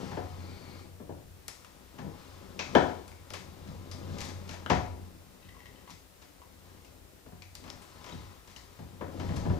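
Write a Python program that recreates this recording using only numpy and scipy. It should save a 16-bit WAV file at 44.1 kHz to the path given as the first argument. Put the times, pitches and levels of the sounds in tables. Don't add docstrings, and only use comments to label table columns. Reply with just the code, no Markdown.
import sys
import numpy as np
from scipy import signal
from scipy.fft import rfft, irfft, next_fast_len
from scipy.io import wavfile
from scipy.ndimage import uniform_filter1d

SR = 44100
rng = np.random.default_rng(int(sys.argv[2]) if len(sys.argv) > 2 else 0)


def materialize(psi):
    bounded = np.clip(np.atleast_2d(psi).T, -1, 1)
    quanta = np.round(bounded * 32767).astype(np.int16)
    wavfile.write(sys.argv[1], SR, quanta)


N = 422919

# mode_hz, level_db, t60_s
LEAF_MODES = [(54.4, -30, .6), (90.08, 5, 0.6), (138.9, -3, 0.33), (207, -9, 0.87), (258.4, -2, 0.44),
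              (293.7, 7.5, 0.12), (342, 6, 0.034), (414, -32, 0.46), (494, -6, 0.2), (583, -29, 0.44),
              (610, -9, 0.11), (650, -38, 0.4), (706, 8, 0.056), (728, 5, 0.43), (837, -6.5, 0.18),
              (972, 6, 0.15), (1035, -1, 0.041), (1140, -11, 0.028), (1350, -38, 0.033), (1571, -5, 0.086),
              (1745, 6, 0.032), (1950, -19, 0.12)]
# low_hz, high_hz
IMPACT_BANDS_HZ = [(60, 200), (200, 600), (600, 1000), (1000, 1400), (1400, 1800), (1800, 3500),
                   (3500, 6800), (6800, 12000)]
METAL_COLOUR_DB = [-16, -14, -13, -15, -6, 0.06, -1]


def amp(db):
    return 10 ** (np.asarray(db) / 20)


def rms_one(x):
    return x / np.sqrt(np.mean(x ** 2) + 1e-20)


def at_hz(points, hz):
    points_hz, values = np.transpose(points)
    return np.interp(np.log(np.maximum(hz, 1)), np.log(points_hz), values)


def sides(pan_db):
    return amp([[pan_db / 2], [-pan_db / 2]])


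def coloured(x, spectrum):
    size = next_fast_len(N)
    gain = amp(at_hz(spectrum, np.fft.rfftfreq(size, 1 / SR)))
    return rms_one(irfft(rfft(x, size) * gain, size)[..., :N])


def resonate(x, hz, t60):
    radius, angle = amp(-60 / (t60 * SR)), 2 * np.pi * hz / SR
    return signal.lfilter([0, np.sin(angle)], [1, -2 * radius * np.cos(angle), radius ** 2], x + 1e-18)


def peaks(x, resonances):
    out = 0
    for k, (hz, width_hz, level_db) in enumerate(resonances):
        radius = np.exp(-np.pi * width_hz / SR)
        numerator = (1 - radius ** 2) / 2 * np.array([1, 0, -1])
        denominator = [1, -2 * radius * np.cos(2 * np.pi * hz / SR), radius ** 2]
        out = out + (-1) ** k * amp(level_db) * signal.lfilter(numerator, denominator, x)
    return out


def friction(per_s, spread_db):
    sizes = amp(spread_db * np.minimum(rng.exponential(1, N), 5)) * rng.choice([-1, 1], N)
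    return rms_one(sizes * (rng.random(N) < per_s / SR))


def stereo_bands(length, coherence, shape):
    out, edges_hz = 0, 22 * 2 ** np.append(np.arange(0, 9.6, .5), 9.9)
    white = rng.standard_normal((2, 2, length))
    for k, (low, high) in enumerate(zip(edges_hz, edges_hz[1:])):
        band = signal.butter(2, [low, high], "band", fs=SR, output="sos")
        mid, side = signal.sosfilt(band, white[k % 2])
        hz = np.sqrt(low * high)
        alike = np.clip(at_hz(coherence, hz), 0, 1)
        out = out + shape(hz) * (np.sqrt(1 + alike) * mid + np.sqrt(1 - alike) * side * [[1], [-1]])
    return out


def hiss(level_db=-57):
    # frequency_hz, density_db
    spectrum = [(15, -36), (25, -20), (64, 10), (86, -8.5), (136, -10), (193, -25), (260, -10), (378, -9),
                (762, -15), (1110, -16), (1800, -18), (6380, -21.5), (15500, -23.5)]
    # frequency_hz, coherence
    coherence = [(40, .9), (120, .8), (400, .3), (1500, .1)]
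    # frequency_hz, pan_db
    balance = [(60, 6.5), (240, 1.5), (950, 7), (3770, 1.5), (15000, 1)]
    noise = stereo_bands(N, coherence, lambda hz: amp(at_hz(spectrum, hz)) * sides(at_hz(balance, hz)))
    return amp(level_db) * rms_one(noise)


def room(x, first_echo_s=0.0014, early_db=6.0, early_s=0.017):
    # frequency_hz, t60_s
    decay = [(60, 1), (160, 0.38), (420, 0.51), (1100, 0.46), (2910, 0.43), (7680, 0.5)]
    # frequency_hz, coherence
    coherence = [(60, .97), (180, .85), (550, .55), (1650, .4), (5000, .3), (15000, .1)]
    # frequency_hz, gain_db
    response = [(60, -8), (130, -8.5), (260, -6), (345, -4), (620, -5), (1000, -3.5), (1270, -6.5),
                (1560, -5.5), (2100, 2.5), (3200, -2.5), (5500, -2), (8000, -4.5), (12000, -10)]
    t = np.arange(SR) / SR
    tail = stereo_bands(SR, coherence, lambda hz: amp(-60 * t / at_hz(decay, hz)))
    onset = np.clip(t / first_echo_s - 1, 0, 1)
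    spectrum = rfft(tail * onset * amp(early_db * np.exp(-t / early_s)))
    local_rms = np.sqrt(uniform_filter1d(np.abs(spectrum) ** 2, size=70) + 1e-12)
    spectrum /= local_rms
    tail = irfft(spectrum * amp(at_hz(response, np.fft.rfftfreq(SR, 1 / SR))), SR)
    return signal.fftconvolve(x, tail[:, :SR * 3 // 4], axes=1)[:, :N]


def track_rub():
    # centre_hz, width_hz, level_db
    resonances = [(2260, 330, 0.1), (4320, 700, 0.79), (4930, 580, -1.3)]
    envelope = np.interp(np.arange(N) / SR, [0.35, 0.45, 0.77, 0.87], [0, 1, 1, 0])
    rub = rms_one(peaks(peaks(rng.standard_normal(N), resonances), resonances))
    return amp(-59) * envelope * rub * sides(7.2)


def pin_drag():
    # time_s, boom_db, shudder_db, scrape_db
    motion = [(0.0, -44, -35, -43.5), (0.24, -41.5, -56.5, -52.5), (0.45, -43, -44.5, -53),
              (0.8, -51.5, -48, -53.5), (1.0, -55, -57.5, -87), (1.3, -43, -60.5, -76),
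              (1.5, -72, -60.5, -62), (1.9, -66, -57.5, -60.5), (2.06, -55, -38, -59.5),
              (2.2, -46.5, -56, -53.5), (2.62, -50, -47.5, -55.5), (2.8, -53, -35, -45.5),
              (3.1, -50, -58.5, -61), (3.4, -44.5, -49.5, -56.5), (3.92, -42, -47, -56.5),
              (4.15, -36, -40.5, -48.5), (4.4, -42.5, -48.5, -53.5), (5.05, -45, -49, -63),
              (5.25, -51, -59, -66), (5.8, -52.5, -54, -61), (6.06, -70, -63, -76), (6.75, -57.5, -56, -61),
              (7.2, -64, -59.5, -84), (7.5, -53, -64, -74), (7.66, -48, -48.5, -56),
              (7.85, -56, -57.5, -56), (8.14, -51, -50, -49.5), (8.45, -68, -62, -62),
              (8.75, -59, -56, -58), (9.0, -46, -51, -62.5), (9.17, -46, -39.5, -53),
              (9.22, -35, -38, -48.5), (9.4, -28.5, -35.5, -49), (9.59, -32, -38.5, -52.5)]
    # frequency_hz, density_db
    shudder_spectrum = [(65, -16.5), (110, -8.5), (174, -3.5), (451, -8.5), (494, -10), (761, -15),
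                        (834, -13.5), (2500, -49), (3250, -47), (5500, -120)]
    # frequency_hz, density_db
    scrape_spectrum = [(530, 1), (900, 6), (1170, 9), (1580, 1), (2530, -5.5), (3570, -2.5), (5400, -5.5),
                       (8640, -14.5), (14000, -25)]
    times_s, *curves_db = np.transpose(motion)
    boom_db, shudder_db, scrape_db = [
        np.interp(np.arange(N) / SR, times_s, curve, right=-150) for curve in curves_db]
    catches = friction(per_s=610, spread_db=1)
    boom = sum(amp(db) * resonate(catches, hz, t60 * 0.92) for hz, db, t60 in LEAF_MODES[:3])
    catches = friction(per_s=1300, spread_db=4)
    skins = sum(rms_one(resonate(catches, hz, t60 * 0.17)) for hz, _, t60 in LEAF_MODES[2:])
    shudder = coloured(0.24 * rms_one(skins) + catches, shudder_spectrum)
    scrape = coloured(friction(per_s=6000, spread_db=2), scrape_spectrum)
    return (amp(boom_db) * rms_one(boom) * sides(3.1) + amp(shudder_db) * shudder * sides(9.1)
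            + amp(scrape_db) * scrape * sides(7.6))


def hinge_creak(slip_decay_s=0.02, falloff_db_per_octave=13):
    # start_s, level_db, pitch_hz
    slips = [(5.426, -48.5, 2760), (5.485, -52.5, 1910), (5.5405, -49, 1100), (5.595, -52, 1950),
             (5.654, -49.5, 1960), (5.757, -48, 3040), (5.7807, -57, 2040), (5.8749, -42.5, 1000),
             (6.4161, -57, 1090), (8.1237, -42, 4100)]
    # centre_hz, width_hz, level_db
    resonances = [(700, 62, -16), (1000, 59, 2), (1090, 35, 2.5), (1960, 140, 1.5), (2680, 140, -2.5),
                  (3040, 74, -5.5), (3800, 31, -2.5)]
    out, t = np.zeros(N), np.arange(N) / SR
    chatter = friction(per_s=2000, spread_db=6)
    voices = [(hz, amp(db) * rms_one(peaks(chatter, [(hz, width, 0)]))) for hz, width, db in resonances]
    for start_s, level_db, pitch_hz in slips:
        span = slice(round(start_s * SR), round((start_s + .2) * SR))
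        tone = sum(voice[span] * amp(-falloff_db_per_octave * abs(np.log2(hz / pitch_hz)))
                   for hz, voice in voices)
        out[span] += amp(level_db - 8) * tone * np.exp(-(t[span] - start_s) / slip_decay_s)
    return out * sides(8.2)


def impact_spectrum(level_db, tilt_db, thud_db, colour_db, pivot_hz, top_db=0):
    octaves = np.log2(np.sqrt(np.prod(IMPACT_BANDS_HZ[1:], axis=1)) / pivot_hz)
    *bands_db, last_db = level_db + np.array(colour_db) + tilt_db * octaves
    return [thud_db, *bands_db, last_db + top_db]


def impacts(blows, crack_db, leaf_db, click_gain, pan_db):
    def pan(hz):
        return sides(pan_db * (0.26 if hz < 200 else 1))

    size = SR // 20
    t = np.arange(size) / SR
    noises = rng.standard_normal((len(blows), size))
    spots_db = rng.normal(0, 0.63, (len(blows), len(LEAF_MODES)))
    polarities = rng.choice([-1, 1], spots_db.shape)
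    centres_hz = np.sqrt(np.prod(IMPACT_BANDS_HZ, axis=1))
    crack, feed = np.zeros((2, 2, N + size))
    forces = np.zeros((len(LEAF_MODES), N + size))
    filters = [signal.butter(3, band, "band", fs=SR, output="sos") for band in IMPACT_BANDS_HZ]
    clicks = [signal.sosfilt(sos, 1.0 * (t == 0)) for sos in filters]
    for blow, noise, spot_db, signs in zip(blows, noises, spots_db, polarities):
        start_s, bands_db, room_db, contact_s = blow
        span = slice(round(start_s * SR), round(start_s * SR) + size)
        for sos, click, hz, level_db, sign in zip(filters, clicks, centres_hz, bands_db, signs):
            age = t / contact_s * (hz / 1000) ** 0.43
            burst = signal.sosfilt(sos, noise * age * np.exp(-age)) + click_gain * click
            gain = amp(level_db + crack_db) * pan(hz)
            crack[:, span] += gain * burst / np.abs(burst).max()
            feed[:, span] += sign * gain * amp(room_db) * click / np.abs(click).max()
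        swell = t * np.exp(-t / contact_s)
        spectrum = list(zip(centres_hz, bands_db))
        for k, (hz, level_db, _) in enumerate(LEAF_MODES):
            strength = amp(at_hz(spectrum, hz) + level_db + spot_db[k] + leaf_db)
            forces[k, span] += signs[k] * strength * swell / swell.sum() * np.cos(2 * np.pi * hz * t)
    rings = sum(resonate(force, hz, t60) * pan(hz) for force, (hz, _, t60) in zip(forces, LEAF_MODES))
    return (crack + rings)[:, :N], (feed + amp(-11) * rings)[:, :N]


def hardware_ticks(ring_t60_s=0.009, contact_s=0.0011):
    # start_s, level_db, tilt_db_per_octave, top_band_db, room_db, ring_hz, ring_db
    ticks = [(1.481, -35, 0.5, 5.5, -9.5, 5460, -40), (1.647, -51.5, -1, 2.5, -8, 1330, -44),
             (2.592, -36.5, -1.5, -25, 1, 2620, -27.5), (2.752, -59, 3, -9, -10, 1546, -13),
             (3.079, -52, -2.2, 10, -6.5, 1550, -57), (3.117, -61.5, -5.5, 0.1, -5.5, 2300, -46.5),
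             (3.304, -41.5, -2.5, 1, -11, 5140, -43), (3.336, -40, -2, 1.5, -1.5, 3000, -49),
             (3.914, -43.5, 2, -8, -2, 4830, -38.5), (4.662, -46, -5, -3, -17, 1460, -25.5),
             (6.847, -58.5, 3, -5, 0, 2880, -58), (7.421, -44, 3, -12, -10, 2350, -44),
             (7.552, -39, 3.5, -2, -10.5, 4910, -45), (7.701, -36, 1.3, -8, -15, 5500, -44),
             (7.818, -60.5, -3.5, 14, 1, 8960, -50), (8.096, -54, -4, -1, -17, 3260, -45),
             (8.563, -48.5, 2, -6, 1.5, 2960, -38.5)]
    blows, ringing, t = [], np.zeros(N + SR), np.arange(SR // 4) / SR
    for start_s, level_db, tilt_db, top_db, room_db, ring_hz, ring_db in ticks:
        thud_db = level_db - 20
        bands_db = impact_spectrum(level_db, tilt_db, thud_db, METAL_COLOUR_DB, 5000, top_db)
        blows.append((start_s, bands_db, room_db, contact_s))
        phase = 2 * np.pi * ring_hz * t
        partials = np.sin(phase) + 0.38 * np.sin(2.04 * phase)
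        at = round(start_s * SR)
        ringing[at:at + len(t)] += amp(ring_db - 60 * t / ring_t60_s) * partials
    direct, feed = impacts(blows, crack_db=4, leaf_db=-13, click_gain=0.53, pan_db=8)
    return direct, feed, ringing[:N] * sides(10.5)


def pin_rattles(touches=3, room_db=-4.5, contact_s=0.0014):
    # start_s, level_db, tilt_db_per_octave, length_s
    rattles = [(4.184, -41.5, 0.5, 0.037), (4.24, -42.5, 3.5, 0.013), (4.288, -53, -1, 0.017),
               (4.477, -46.5, -1.5, .03), (4.531, -50, -3, .008), (5.896, -52, 2, 0.013),
               (6.214, -51.5, -1.7, .008), (7.639, -51, -3.5, 0.036), (8.042, -51, -3, .05),
               (8.475, -50.5, -0.5, 0.044), (9.197, -55, -4, .03), (9.288, -62, -5.5, 0.016),
               (9.36, -54, 1.0, 0.0052)]
    jitter = rng.uniform(-.4, .4, (len(rattles), touches))
    jitter[:, 0] = 0
    uneven_db = rng.normal(0, 4.9, jitter.shape)
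    blows = []
    for (start_s, level_db, tilt_db, length_s), shifts, offsets_db in zip(rattles, jitter, uneven_db):
        times_s = start_s + length_s * (np.arange(touches) + shifts) / (touches - 1)
        for time_s, touch_db in zip(times_s, level_db + offsets_db):
            thud_db = touch_db - 8.5
            bands_db = impact_spectrum(touch_db, tilt_db, thud_db, METAL_COLOUR_DB, 4940, top_db=-3.5)
            blows.append((time_s, bands_db, room_db, contact_s))
    return impacts(blows, crack_db=3, leaf_db=-10.5, click_gain=0.51, pan_db=9)


def wood_knocks():
    # start_s, level_db, tilt_db_per_octave, thud_db, room_db, contact_s
    knocks = [(0.114, -42.5, 0.5, -38.5, -4.5, 0.0075), (0.169, -40.5, -3.5, -49, -0.2, 0.0026),
              (0.999, -55, -7, -48.5, -0.3, 0.0023), (1.09, -54, -7, -48.5, 2.6, .002),
              (1.984, -50, 2, -43.5, 1.5, 0.0022), (2.75, -22, -2.5, -33.5, 0, 0.0029),
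              (3.672, -63, 6.5, -44, 0, 0.0054), (4.699, -26, 0.5, -27.5, 0.7, 0.0024),
              (7.26, -55.5, -1.5, -54, -4.5, .003), (7.319, -60, -2, -48.5, -2, .003),
              (8.122, -65, -9, -41.5, 1.2, 0.0045), (8.789, -54, -1.5, -43, -2, 0.0013),
              (9.009, -44, -3, -48, 2.5, 0.0023), (9.198, -41.5, 2, -37, -5, 0.0019),
              (9.288, -48, 1, -36, 0, 0.0045), (9.364, -48.5, -3, -35, -3.8, .003),
              (9.45, -48, -2.5, -32.5, 3.3, 0.0013), (9.498, -41, -2.5, -28.5, -3.5, 0.0017)]
    wood_colour_db = [-1.0, -3.5, -7.5, -9, -8, -9.5, -19]
    blows = []
    for start_s, level_db, tilt_db, thud_db, room_db, contact_s in knocks:
        bands_db = impact_spectrum(level_db, tilt_db, thud_db, wood_colour_db, pivot_hz=850)
        blows.append((start_s, bands_db, room_db, contact_s))
    return impacts(blows, crack_db=3, leaf_db=-4.5, click_gain=3.1, pan_db=9)


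def scene():
    knocks, knock_feed = wood_knocks()
    rattles, rattle_feed = pin_rattles()
    ticks, tick_feed, metal = hardware_ticks()
    creak = hinge_creak()
    sliding = pin_drag() + track_rub()
    impact_feed = knock_feed + rattle_feed + tick_feed
    echoes = room(amp(16.5) * impact_feed + amp(-3.5) * sliding + amp(4) * metal + amp(-0.5) * creak)
    return knocks + rattles + ticks + metal + creak + amp(-6) * sliding + echoes + hiss()


def record(dry, cutoff_hz=16150):
    # frequency_hz, left_lead_rad
    port_phase = [(20, 0.4), (340, 1.31), (1550, 1.53), (6720, 0.44), (9130, -1.8), (16300, -6)]
    size = next_fast_len(N + SR)
    lead_rad = at_hz(port_phase, np.fft.rfftfreq(size, 1 / SR))
    rotation = np.exp(.5j * lead_rad * np.array([[1], [-1]]))
    heard = irfft(rfft(dry, size) * rotation, size)[:, :N]
    return signal.sosfilt(signal.cheby2(14, 60, cutoff_hz, fs=SR, output="sos"), heard)


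dry = scene()
out = record(dry)
materialize(out)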